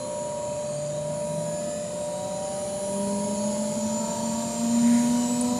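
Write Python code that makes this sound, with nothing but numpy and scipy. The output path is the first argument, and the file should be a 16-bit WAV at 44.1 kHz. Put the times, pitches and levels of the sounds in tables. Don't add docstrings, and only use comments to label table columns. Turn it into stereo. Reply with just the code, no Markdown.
import sys
import numpy as np
from scipy import signal
from scipy.fft import rfft, irfft
from scipy.io import wavfile
from scipy.ndimage import uniform_filter1d

SR = 44100
rng = np.random.default_rng(int(sys.argv[2]) if len(sys.argv) > 2 else 0)


def unload_audio(sound):
    columns = np.transpose(np.atleast_2d(sound))
    steps = np.round(np.clip(columns, -1, 1) * 32767)
    wavfile.write(sys.argv[1], SR, steps.astype(np.int16))


N = 246502
FIELD_ORDER, BALL_ORDER = 4.115, 5.355


def undb(db):
    return 10 ** (np.asarray(db) / 20)


def level(x, db):
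    return x * undb(db) / np.sqrt(np.mean(x ** 2))


def columns(table):
    s, *values = np.transpose(table)
    return np.array([np.interp(np.arange(N) / SR, s, column) for column in values])


def at(table, hz):
    table_hz, value = np.transpose(table)
    return np.interp(np.log(np.maximum(hz, 1)), np.log(table_hz), value)


def walk(rate_hz):
    hold = int(SR / rate_hz)
    steps = np.repeat(rng.standard_normal(N // hold + 1), hold)
    smooth = uniform_filter1d(uniform_filter1d(steps, hold), hold)
    return 1.3 * smooth[:N]


def tone(turns, lead=0., start=None):
    if start is None:
        start = rng.random()
    port_lead = np.array([[.5], [-.5]]) * lead
    return np.sqrt(2) * np.sin(2 * np.pi * (turns + start) + port_lead)


def panned(x, pan_db):
    return x * undb(np.array([[.5], [-.5]]) * pan_db)


def band(x, lo_hz, hi_hz):
    return signal.sosfilt(signal.butter(2, [lo_hz, min(hi_hz, .45 * SR)], "band", fs=SR, output="sos"), x)


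# (frequency [Hz], lead [rad])
PORT_LEAD = [(700, 0), (2330, -2.8), (3960, -6.8), (7060, -12.4), (11800, -14)]


def lead_at(hz):
    return at(PORT_LEAD, hz)


# (frequency [Hz], shared share of power [0-1])
PORT_LIKENESS = [(60, .93), (600, .86), (1300, .4), (2900, .3), (6000, .35), (14000, .05)]
# (frequency [Hz], left minus right [dB])
PORT_BALANCE = [(60, 1.5), (200, -1.5), (600, 7.5), (1200, 2), (4000, -2), (6000, -0.5), (7200, 10),
                (8200, 15.5), (10500, 15), (13500, 5)]


def ports(spectrum, shared, resonances=()):
    hz = np.arange(N // 2 + 1) * SR / N
    alike = np.clip(at(PORT_LIKENESS, hz), 0, 1)
    lead = np.exp(.5j * np.array([[1], [-1]]) * lead_at(hz))
    own = rfft(rng.standard_normal((2, N)))
    both = np.sqrt(alike) * rfft(shared) * lead + np.sqrt(1 - alike) * own
    colour_db = at(spectrum, hz)
    for centre_hz, width_hz, db in resonances:
        colour_db = colour_db + db / (1 + (2 * (hz - centre_hz) / width_hz) ** 2)
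    return irfft(panned(both * undb(colour_db), at(PORT_BALANCE, hz)), N)


# (time [s], speed [turns/s])
SHAFT_SPEED = [(0, 127.07), (.64, 142.38), (1.6, 166.25), (2.88, 196.82), (3.2, 204.25), (3.52, 211.09),
               (4.16, 223.73), (4.48, 229.8), (4.8, 235.5), (5.12, 240.6), (5.44, 244.89), (5.59, 246.54)]


def shaft_speed():
    return columns(SHAFT_SPEED)[0]


def response(hz, modes, order=1):
    power = 0
    for centre_hz, width_hz, *db in modes:
        flank = (1 + (2 * (hz - centre_hz) / width_hz) ** 2) ** order
        power = power + (undb(db)[:, None] / flank) ** 2
    return np.sqrt(power)


# (centre [Hz], width [Hz], gain [dB])
MOUNT_MODES = [(151.8, 12.8, -36), (161, 8.3, -36.5), (180.5, 10.6, -45.5), (202.3, 7.6, -30),
               (212.9, 17, -30.5), (227.4, 7, -33), (237.74, 6.8, -18), (243.8, 9.5, -26)]
# (centre [Hz], width [Hz], gain [dB])
CASING_MODES = [(403.2, 36, -40), (495, 28, -44.5), (544.3, 89, -38.5), (625.5, 55, -40), (683, 67, -42),
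                (752, 70, -42), (775, 57, -42), (872, 130, -45), (919, 71, -40), (986, 34, -38)]
BETWEEN_DB = -56.5


def shaking(hz):
    modes = np.hypot(response(hz, MOUNT_MODES)[0], response(hz, CASING_MODES, order=2)[0])
    return 20 * np.log10(np.hypot(modes, undb(BETWEEN_DB)))


SHAFT_ORDERS = [1, 2, 3, 4, FIELD_ORDER]
# (level at full speed [dB], gain per doubling of speed [dB], left minus right [dB])
SHAFT_LEVELS = [(0.9, 0, 3.5), (4, 12.5, 4.5), (2.5, 18, -2.5), (-2, 22, 3.5), (-4, -2, -5)]
# (frequency [Hz], left minus right [dB])
MOUNT_PAN = [(127, 1), (145, -1), (162, 0.5), (175, 1), (222, -11), (235, -2.5), (247, -6)]
FULL_SPEED = 240
FIELD_FADES_AT, FIELD_FADE_DB = 229, 1.8


def rotor(speed, turns):
    out = 0
    for order, (db, gain_db, pan_db) in zip(SHAFT_ORDERS, SHAFT_LEVELS):
        heard_db = db + gain_db * np.log2(speed / FULL_SPEED) + shaking(order * speed) + 1.57 * walk(12)
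        if order == FIELD_ORDER:
            heard_db -= FIELD_FADE_DB * np.maximum(speed - FIELD_FADES_AT, 0)
        if order == 1:
            pan_db = pan_db + at(MOUNT_PAN, speed)
        out = out + panned(undb(heard_db) * tone(order * turns), pan_db)
    return out


SLIP_TURNS, SLIP_PER_S = .002, 40


def slipping_balls(turns):
    return turns + SLIP_TURNS * walk(SLIP_PER_S)


BALL_ORDERS = [22.03, 24.75, 26.07, 28.02, 31.41, 6 * BALL_ORDER, 36.75, 7 * BALL_ORDER, 41.9, 42.88, 47.25,
               48.2, 52.55, 10 * BALL_ORDER, 57.9, 11 * BALL_ORDER, 63.91]
# (left [dB], right [dB])
BALL_LEVELS = [(-42, -45), (-50, -51), (-45, -52), (-38, -50), (-45, -55), (-38, -43), (-52, -62),
               (-53, -63), (-56, -66), (-47, -58), (-49, -63), (-50, -62), (-47, -60), (-53, -65),
               (-52, -66), (-51, -66), (-52, -68)]
# (centre [Hz], width [Hz], left gain [dB], right gain [dB])
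TREBLE_RINGS = [(4050, 550, -21, -13), (4680, 300, -18, -10), (5300, 300, -22, -17), (6740, 300, -3, -2),
                (7060, 480, 1, 0), (7450, 420, -2, 0), (8530, 280, 5, -8)]


def whine(speed, turns, waver_db=3):
    out = 0
    for order, db in zip(BALL_ORDERS, BALL_LEVELS):
        heard = undb(np.array(db)[:, None] + waver_db * walk(13))
        ring = response(order * speed, TREBLE_RINGS, order=2)
        out = out + heard * ring * tone(order * turns, 2 * np.pi * rng.random())
    return out


# (middle [s], multiple of shaft speed, length [s], left [dB], right [dB])
SWELLS = [(.7, 5.02, 1.4, -53, -54), (1.62, 10.2, 0.55, -53.0, -50.0), (2.75, 15.51, .8, -66.0, -56.0),
          (3.2, 5.02, 1.1, -51.0, -53.0), (4.05, 6.02, 0.7, -54.0, -64.0), (4.35, 5, 1.1, -50, -52),
          (4.85, 10.0, 0.6, -54.0, -54.0), (5.0, 6.02, 1.1, -54.0, -71.0), (5.03, 15.5, 1.1, -59.0, -64.0),
          (5.45, 21.64, .6, -51, -57), (5.5, 20.83, .5, -55, -54), (5.04, 6.99, 0.59, -56.0, -58.0),
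          (5.23, 12.38, 0.71, -65.0, -57.0), (5.3, 6 * BALL_ORDER, .8, -40, -52)]


def whistles(speed, turns, waver_db=3):
    s, out = np.arange(N) / SR, np.zeros((2, N))
    for mid_s, order, length_s, *db in SWELLS:
        on = np.abs(s - mid_s) < length_s / 2
        fade = np.cos(np.pi * (s[on] - mid_s) / length_s) * undb(waver_db * walk(15)[on])
        mid_hz = order * np.interp(mid_s, s, speed)
        out[:, on] += undb(db)[:, None] * fade * tone(order * turns[on], lead_at(mid_hz))
    return out


# (centre [Hz], width [Hz])
RATTLE_BANDS = [(2000, 620), (8900, 830)]
RATTLE_LEVELS = [-23, -22.5]


def rattle(speed, power=2):
    shake_db = shaking(speed)
    peak_db = shake_db.max()
    loose = undb(peak_db + power * (shake_db - peak_db))
    noise = ports([(20, 0), (20000, 0)], rng.standard_normal(N))
    buzz = 0
    for (centre_hz, width_hz), db in zip(RATTLE_BANDS, RATTLE_LEVELS):
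        buzz = buzz + level(band(noise, centre_hz - width_hz / 2, centre_hz + width_hz / 2), db)
    return loose * buzz


# (multiple of shaft speed, level re the uncoloured noise [dB])
RIDING_TONES = [(7.02, -28), (8.02, -25), (10.21, -20), (10.62, -22), (11.03, -24), (12.03, -24),
                (16.4, -27), (20.62, -21), (21.04, -24), (21.64, -24), (22.06, -20), (23.06, -25),
                (24.73, -20), (25.08, -24), (26.07, -20), (26.94, -26), (28.02, -25), (30.06, -23),
                (32.2, -24), (32.96, -26), (35.62, -26), (37.52, -25), (40.82, -26), (42.9, -21),
                (44.92, -23), (45.3, -24), (47.29, -22), (51.17, -26), (52.58, -24), (53.2, -26),
                (53.6, -25), (58.73, -24), (60.1, -26), (64.02, -25)]
# (frequency [Hz], relative density [dB per Hz])
HISS_SPECTRUM = [(300, -17), (1100, -13), (1760, -16.5), (4000, -12.5), (6200, -10), (6700, -7.5),
                 (7400, -6.5), (8000, -19.5), (9300, -15), (10500, -21.5), (11300, -31.5), (12300, -34),
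                 (14100, -31)]
# (centre [Hz], width [Hz], gain [dB])
LID_COLOUR = [(2280, 120, -6), (2500, 200, 4), (2750, 150, -5), (3050, 200, 3), (3450, 130, -12),
              (3800, 120, -3), (4030, 250, 5), (4330, 120, -3), (4620, 250, 3), (4900, 150, -3),
              (5650, 400, 1), (6300, 160, -8), (6520, 120, 4), (6750, 120, 3), (7080, 280, 7.5),
              (7440, 180, -6), (8520, 240, 9)]
# (time [s], gain [dB], further gain of the top band [dB])
AIR_COURSE = [(0, -42.5, 3), (.6, -42.5, -37), (1.3, -43, -39), (2, -40, 3), (2.8, -38.5, 1),
              (3.7, -36, -6), (4.5, -33.5, 2), (5.1, -32, 3.5), (5.59, -33.5, 6)]


def hiss(turns, patchy_db=4):
    source = rng.standard_normal(N)
    for order, db in RIDING_TONES:
        source += undb(db + patchy_db * walk(4)) * tone(order * turns)[0]
    sound = level(ports(HISS_SPECTRUM, source, LID_COLOUR), 0)
    air_db, top_db = columns(AIR_COURSE)
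    top = band(sound, 10300, 16000)
    return undb(air_db) * (sound - top + top * undb(top_db + 2.2 * walk(14)))


def patchy(sound, slow_db=1.2, quick_db=1.6):
    out = sound.copy()
    for lo_hz in 900 * 2 ** np.arange(0, 3.5, 1 / 5):
        flicker = undb(slow_db * walk(2.984) + quick_db * walk(11.0))
        out += band(sound, lo_hz, 1.14 * lo_hz) * (flicker - 1)
    return out


# (time [s], gain [dB])
TICKS = [(5.4097, -24), (5.4129, -24.5), (5.4174, -33), (5.4224, -32)]
# (frequency [Hz], relative level [dB], 60 dB decay time [s])
TICK_MODES = [(8800, 7, 0.0071), (9330, 2, 0.02), (10760, -7, 0.014)]


def ticks(pan_db=18):
    s = np.arange(SR // 20) / SR
    out = np.zeros(N + len(s))
    for at_s, db in TICKS:
        ring = sum(undb(mode_db - 60 * s / t60) * tone(hz * s)[0] for hz, mode_db, t60 in TICK_MODES)
        attack = np.minimum(s / 0.00092, 1)
        out[int(at_s * SR):][:len(s)] += undb(db) * ring * attack / 2
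    return panned(out[:N], pan_db)


STEADY_TONES = [593.7, 954.9, 9807.7, 10167.6]
STEADY_PAN = [6, 23, 21]
# (time [s], level [dB])
HUM_LEVEL = [(0, -30.5), (.7, -28.5), (3.8, -29.5), (4.7, -35.5), (5.59, -35)]
# (time [s], level [dB])
BEATING_LEVEL = [(0, -41.5), (.5, -39), (.9, -48.5), (1.45, -52), (1.7, -52), (2.2, -48), (2.6, -42),
                 (3, -38), (5.59, -38)]
DRIVE_LOW_LEVEL = [(0.1, -44), (.5, -62), (1.2, -40.5), (1.9, -43.5), (2.2, -47), (2.5, -39), (2.9, -36.5),
                   (3.7, -41), (4.05, -56), (5.59, -65)]
DRIVE_HIGH_LEVEL = [(0, -43.5), (.6, -46.5), (.95, -58), (1.95, -53), (2.2, -66), (2.9, -43), (3.7, -45),
                    (4.05, -60), (5, -66), (5.501, -60)]


def hum():
    s = np.arange(N) / SR
    hum_db, low_db, high_db = (columns(c)[0] for c in (HUM_LEVEL, DRIVE_LOW_LEVEL, DRIVE_HIGH_LEVEL))
    out = beating(s) + thin_whistles() + faint_tones(s)
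    for hz, db, pan_db in zip(np.delete(STEADY_TONES, 1), (hum_db, low_db, high_db), STEADY_PAN):
        out += undb(db + 0.45 * walk(13.0)) * tone(hz * s, lead_at(hz)) * undb([[0], [-pan_db]])
    out[0] += undb(low_db - 18) * tone(9927 * s)[0]
    return out


BEATING_RIGHT_DB, TWIN_HZ = -46.5, 955.94
TWIN_CANCELS = [3.5, 2.8]
TWIN_LEVELS = [-61, -43.5]


def beating(s):
    main_hz = STEADY_TONES[1]
    left_db = columns(BEATING_LEVEL)[0]
    start, lead = rng.random(), lead_at(TWIN_HZ)
    main = undb([left_db, BEATING_RIGHT_DB + 0 * s]) * tone(main_hz * s, lead, start)
    opposed = start + .5 - (TWIN_HZ - main_hz) * np.array(TWIN_CANCELS)[:, None]
    return main + undb(TWIN_LEVELS)[:, None] * tone(TWIN_HZ * s, lead, opposed)


# (time [s], frequency [Hz], level [dB])
SINKING_WHISTLE = [(0, 7730, -51), (1.5, 7660, -54), (3, 7600, -59), (4, 7580, -80)]
# (time [s], frequency [Hz], level [dB])
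PASSING_WHISTLE = [(0, 8370, -80), (2.2, 8370, -70), (2.45, 8370, -52), (3.1, 8370, -54), (3.5, 8370, -70),
                   (5.59, 8370, -80)]


def thin_whistles():
    out = np.zeros((2, N))
    for hz, db in (columns(SINKING_WHISTLE), columns(PASSING_WHISTLE)):
        out[0] += undb(db + 2 * walk(21)) * tone(np.cumsum(hz) / SR)[0]
    return out


FAINT_TONES = [121, 1243.5, 3390]
# (left [dB], right [dB])
FAINT_LEVELS = [(-55, -56), (-59, -64), (-76, -71)]


def faint_tones(s):
    return sum(undb(np.array(db)[:, None] + walk(2.7)) * tone(hz * s, lead_at(hz))
               for hz, db in zip(FAINT_TONES, FAINT_LEVELS))


# (frequency [Hz], relative density [dB per Hz])
ROOM_SPECTRUM = [(25, -99), (50, -34), (80, -22.5), (130, -19), (220, -15.5), (300, -23.5), (450, -24.5),
                 (620, -19), (800, -32), (950, -27.5), (1360, -36.5), (2500, -34.5), (5000, -61),
                 (14000, -58)]
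# (frequency [Hz], relative density [dB per Hz])
BENCH_SPECTRUM = [(30, -66), (62, -47), (80, -13.5), (100, -16), (150, -5), (230, 5.5), (280, -12.5),
                  (600, -35)]
# (time [s], gain [dB])
RUMBLE_COURSE = [(0, -55), (1, -49.5), (1.35, -41), (1.65, -41), (2.1, -54), (3, -41), (4.3, -35),
                 (5.59, -35.5)]
ROOM_DB, ROOM_LID_SHARE = -38.5, 0.73


def room():
    colour = [(hz, width_hz, ROOM_LID_SHARE * db) for hz, width_hz, db in LID_COLOUR]
    fans = level(ports(ROOM_SPECTRUM, rng.standard_normal(N), colour), ROOM_DB)
    rumble = level(ports(BENCH_SPECTRUM, rng.standard_normal(N)), 0)
    return fans + rumble * undb(columns(RUMBLE_COURSE)[0])


def scene():
    speed = shaft_speed()
    turns = np.cumsum(speed) / SR
    balls = slipping_balls(turns)
    spin = rotor(speed, turns) + whine(speed, balls) + whistles(speed, turns) + rattle(speed)
    return spin + hum() + ticks() + patchy(hiss(balls) + room())


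def record(dry):
    return signal.sosfilt(signal.ellip(14, .5, 75, 14270, fs=SR, output="sos"), dry)


dry = scene()
out = record(dry)
unload_audio(out)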